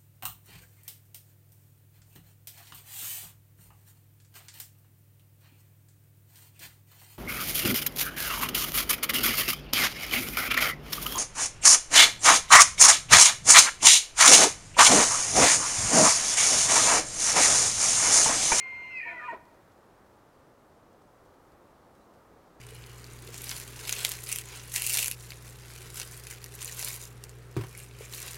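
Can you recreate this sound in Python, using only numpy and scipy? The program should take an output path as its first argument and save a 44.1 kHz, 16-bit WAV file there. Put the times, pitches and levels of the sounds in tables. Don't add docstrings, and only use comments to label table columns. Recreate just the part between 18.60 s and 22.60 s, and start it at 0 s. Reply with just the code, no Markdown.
import sys
import numpy as np
from scipy import signal
from scipy.fft import rfft, irfft
from scipy.io import wavfile
from scipy.ndimage import uniform_filter1d, map_coordinates

SR = 44100
rng = np.random.default_rng(int(sys.argv[2]) if len(sys.argv) > 2 else 0)


def transcribe(signal):
    frames = np.atleast_2d(signal).T
    limited = np.clip(frames, -1, 1)
    pcm = np.round(limited * 32767).astype(np.int16)
    wavfile.write(sys.argv[1], SR, pcm)


def volts_from_db(level):
    exponent = np.asarray(level, float) / 20
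    return 10 ** exponent


N = 176400
T = np.arange(N) / SR


def unit(x):
    return x / np.sqrt(np.mean(x ** 2))


def band(x, hz, width_hz):
    return signal.lfilter(*signal.iirpeak(hz, hz / width_hz, fs=SR), x)


def walk(rate_hz):
    k = int(SR / rate_hz)
    once = uniform_filter1d(rng.standard_normal(N), k)
    return unit(uniform_filter1d(once, k))


def curve(rows, k=1):
    rows = np.array(rows, float)
    return np.interp(T, rows[:, 0], rows[:, k], left=-99, right=-99)


def ring(throat):
    total = 0
    for hz, width_hz, db in throat:
        air = rng.standard_normal(N)
        for _ in range(3):
            air = band(air, hz, 2 * width_hz)
        total = total + volts_from_db(db) * unit(air)
    return total


def note(rows, third_db, jitter, flutter):
    fade_s, jitter_hz = 0.004, 297
    start_s, end_s = rows[0][0], rows[-1][0]
    s, hz = np.array(rows, float).T[:2]
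    pitch_hz = np.interp(T, s, hz) * (1 + jitter * walk(jitter_hz))
    phase = 2 * np.pi * np.cumsum(pitch_hz) / SR
    since_start = T - start_s + (start_s < fade_s)
    gate = np.clip(np.minimum(since_start, end_s - T) / fade_s, 0, 1)
    gate = gate * (1 + flutter * walk(jitter_hz))
    first = gate * volts_from_db(curve(rows, k=2))
    second = gate * volts_from_db(curve(rows, k=3))
    upper = second * (np.sin(2 * phase) + volts_from_db(third_db) * np.sin(3 * phase))
    return phase, first, np.sqrt(2) * (first * np.sin(phase) + upper)


def sum_tone(a, b):
    return volts_from_db(12.5) * a[1] * b[1] * np.sin(a[0] + b[0])


def whistle():
    # time_s, pitch_hz, level_db, second_partial_db
    held_rows = [(0.0, 2119, -39, -61), (0.06, 2108, -39, -68), (0.256, 2097, -43, -66),
                 (0.324, 2086, -44, -68), (0.342, 2070, -39, -72), (0.386, 2045, -40.5, -71),
                 (0.394, 1994, -40, -88), (0.408, 2086, -41, -71), (0.415, 2026, -51, -86)]
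    slide_rows = [(0.3, 2698, -64, -77), (0.328, 2666, -48, -76), (0.334, 2642, -53, -76),
                  (0.374, 2558, -36, -73), (0.394, 2500, -42, -76), (0.424, 2408, -37.5, -70),
                  (0.438, 2376, -50, -79), (0.445, 2365, -51, -79)]
    under_rows = [(0.395, 2005, -57, -86), (0.415, 1877, -54, -98), (0.429, 1862, -38, -92),
                  (0.443, 1893, -51, -100), (0.451, 1830, -52, -82), (0.477, 1837, -42, -110),
                  (0.507, 1780, -42, -68), (0.535, 1790, -47, -83)]
    fall_rows = [(0.44, 2360, -46, -85), (0.452, 2315, -48, -82), (0.466, 2310, -55, -79),
                 (0.482, 2256, -39, -84), (0.516, 2084, -50.5, -77), (0.602, 1885, -40, -82),
                 (0.618, 1887, -49.5, -82), (0.642, 1794, -42, -85), (0.655, 1850, -57, -84)]
    step_high_rows = [(0.59, 1219, -58, -66), (0.622, 1224, -46, -58), (0.64, 1220, -45.5, -50),
                      (0.662, 1217, -39.5, -42.5), (0.68, 1220, -49, -49)]
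    step_low_rows = [(0.672, 994, -63, -64), (0.678, 993, -42, -62), (0.686, 988, -34.5, -47),
                     (0.698, 926.6, -35, -41), (0.716, 924.5, -40, -39), (0.73, 980, -44, -56),
                     (0.74, 928, -58, -46), (0.75, 956, -38, -49), (0.758, 1015, -47, -70),
                     (0.78, 952.7, -66, -64)]
    step_last_rows = [(0.715, 676, -57, -63), (0.727, 690, -46, -85), (0.737, 636, -37.5, -74),
                      (0.75, 727, -66, -61)]
    held = note(held_rows, third_db=-11.5, jitter=0.0006, flutter=0.024)
    slide = note(slide_rows, third_db=-14, jitter=0.0031, flutter=0.18)
    under = note(under_rows, third_db=-17, jitter=0.013, flutter=0.18)
    fall = note(fall_rows, third_db=-15, jitter=0.0224, flutter=0.21)
    step_high = note(step_high_rows, third_db=-30, jitter=0.0043, flutter=0.12)
    step_low = note(step_low_rows, third_db=-25, jitter=0.0067, flutter=0.14)
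    step_last = note(step_last_rows, third_db=-10, jitter=0.0064, flutter=0.2)
    notes = [held, slide, under, fall, step_high, step_low, step_last]
    sums = sum_tone(held, slide) + sum_tone(under, slide) + sum_tone(under, fall)
    return sum(wave for _, _, wave in notes) + sums


def breath():
    # centre_hz (the low ones before their shift), width_hz, relative level_db
    throat_low = [(694, 48, -15), (964, 35, -3.5)]
    throat_mid = [(1451, 71, -1)]
    throat_high = [(1876, 100, -5), (2236, 100, -8), (2442, 120, -1.5)]
    throat_top = [(2814, 50, -1)]
    # centre_hz, width_hz, relative level_db
    rasp_colour = [(2140, 280, -7.5), (2400, 270, -1.5), (3130, 175, -15), (4100, 310, -20.5),
                   (4780, 740, -25), (6500, 2500, -24.5)]
    # time_s, level_db, pitch_shift as a factor
    breath_low = [(0, -60, 1.06), (.064, -50.5, 1.07), (.1, -63, 1.06), (.13, -50, 1.026),
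                  (.21, -55.5, 1.013), (0.275, -52, 1.044), (0.306, -52.5, 1.06), (.37, -66, 1.02),
                  (.416, -73, 1.0), (.456, -50.5, .98), (0.477, -41, .99), (.508, -50, .98),
                  (.558, -46.5, 1.0), (0.592, -53, 1.01), (.656, -44, 1.04), (.68, -51, 1.02),
                  (.73, -49, 1.1), (.77, -64, 1.02), (.8, -90, 1.4)]
    # time_s, level_db
    breath_mid = [(0.0, -65), (0.062, -61), (0.082, -60), (0.12, -68), (0.208, -58), (0.274, -82),
                  (0.304, -60), (0.44, -72), (0.508, -50), (0.558, -57.5), (0.594, -44), (0.658, -57.5),
                  (0.686, -44.5), (0.722, -51), (0.768, -70), (0.8, -71)]
    breath_high = [(0, -55.5), (.2, -66), (.3, -58), (.385, -68), (.4, -43), (.46, -40), (.52, -46.5),
                   (.55, -54), (.62, -62), (.68, -52.5), (.74, -56), (0.769, -69), (.8, -78)]
    breath_top = [(0.0, -59.5), (0.052, -71), (0.076, -65), (0.102, -68.5), (0.298, -54.5), (0.378, -74),
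                  (0.412, -60), (0.608, -78), (0.696, -56), (0.8, -96)]
    rasp = [(0, -54.5), (.38, -58), (.4, -57.5), (.5, -52), (.56, -57), (.66, -54), (.74, -61), (.765, -78),
            (0.791, -70)]
    growl = [(0.451, -65), (.55, -59), (.7, -62), (0.737, -47), (0.769, -54), (.8, -70)]
    time_s, _, shift = np.array(breath_low).T
    place = np.cumsum(np.interp(T, time_s, shift))
    low_air = map_coordinates(ring(throat_low), [place], mode="mirror")
    growl_air = ring([(452, 740, 0)])
    layers = [(low_air, breath_low), (ring(throat_mid), breath_mid), (ring(throat_high), breath_high),
              (ring(throat_top), breath_top), (ring(rasp_colour), rasp), (growl_air, growl)]
    return sum(air * volts_from_db(curve(level)) for air, level in layers)


def wind():
    # frequency_hz, relative density_db (per Hz)
    colour = [(12, -51), (20, -6.5), (64, -1.5), (129, -0.5), (162, -3.5), (191, -3), (406, -1),
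              (441, -1.5), (480, -1.5), (537, -1.5), (1240, -7.5), (1350, -10), (2560, -24.5), (8480, -31),
              (15600, -33.5)]
    # time_s, low_bands_db (centres to 960 Hz), high_bands_db (from 1920 Hz)
    gusts = [(0, 0.5, 1), (1.2, 0, 1.5), (2, -0.5, 0.5), (3, 0.5, 1), (4, 0.4, 1)]
    level_db, swell_db, flicker_db = -58, 0.39, 0.5
    hz = np.maximum(np.arange(N // 2 + 1) * SR / N, 1)
    colour_hz, colour_db = np.array(colour, float).T
    air = rfft(rng.standard_normal(N)) * volts_from_db(np.interp(np.log(hz), np.log(colour_hz), colour_db))
    octave = np.clip(np.log2(hz / 30), 0, 9)
    swell = swell_db * walk(1.0)
    out = 0
    for k in range(10):
        share = np.clip(1 - abs(octave - k), 0, 1)
        gust = curve(gusts, k=2 if k > 5 else 1)
        out = out + irfft(air * share, N) * volts_from_db(gust + swell + flicker_db * walk(8.6))
    return unit(out) * volts_from_db(level_db)


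def trees(x):
    echo_db, t60_s, gap_s, top_hz = -27, 1, 0.026, 1930
    t = T[:SR]
    tail = rng.standard_normal(SR) * (t > gap_s) * np.exp(-np.log(1000) * t / t60_s)
    tail = signal.lfilter(*signal.butter(2, top_hz, fs=SR), tail)
    tail = tail / np.sqrt(np.sum(tail ** 2))
    return volts_from_db(echo_db) * signal.fftconvolve(x, tail)[:N]


def catches():
    # centre_s, level_db
    bursts = [(.38, -72.5), (.515, -73.5), (.61, -79), (.697, -72.5), (.714, -71.5)]
    # centre_hz, width_hz, relative level_db
    colour = [(7360, 1800, -1.3), (4100, 590, -0.85)]
    length_s = 0.0052
    swell = sum(volts_from_db(db) * np.exp(-((T - s) / length_s) ** 2) for s, db in bursts)
    return ring(colour) * swell


def low_voice():
    # time_s, pitch_hz, level_db, second_partial_db
    rows = [(0.46, 353.7, -85, -62), (0.462, 357, -69, -56), (0.482, 345.4, -67, -60),
            (0.53, 342, -59, -47.5), (0.546, 331, -59.5, -55), (0.606, 323, -70, -60),
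            (0.62, 325.4, -64, -58)]
    return note(rows, third_db=-11, jitter=0.0075, flutter=0.18)[2]


def grass():
    # start_s, level_db at the start
    ticks = [(.853, -69), (.944, -70), (1.119, -69), (1.464, -72), (1.539, -75), (2.329, -71), (2.419, -70),
             (2.655, -69), (2.741, -71), (2.919, -68.5), (3.351, -67), (3.538, -67)]
    decay_s = 0.0068
    env = sum(volts_from_db(db) * (T > s) * np.exp(-np.maximum(T - s, 0) / decay_s) for s, db in ticks)
    return env * unit(band(rng.standard_normal(N), 4150, 4300))


def bird():
    # start_s, length_s, pitch_hz, peak level_db
    notes = [(3.35, .035, 3940, -78), (3.405, .04, 3970, -76)]
    total = 0
    for start_s, length_s, hz, db in notes:
        swell = np.sin(np.pi * np.clip((T - start_s) / length_s, 0, 1)) ** 0.5
        total = total + volts_from_db(db) * swell * np.sin(2 * np.pi * hz * T)
    return total


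def scene():
    call = whistle() + breath() + catches() + low_voice()
    return (call + wind() + trees(call) + grass() + bird())[None]


def top_cut(x):
    return signal.sosfilt(signal.butter(12, 15800, fs=SR, output="sos"), x)


def record(dry):
    return top_cut(dry)


dry = scene()
out = record(dry)
transcribe(out)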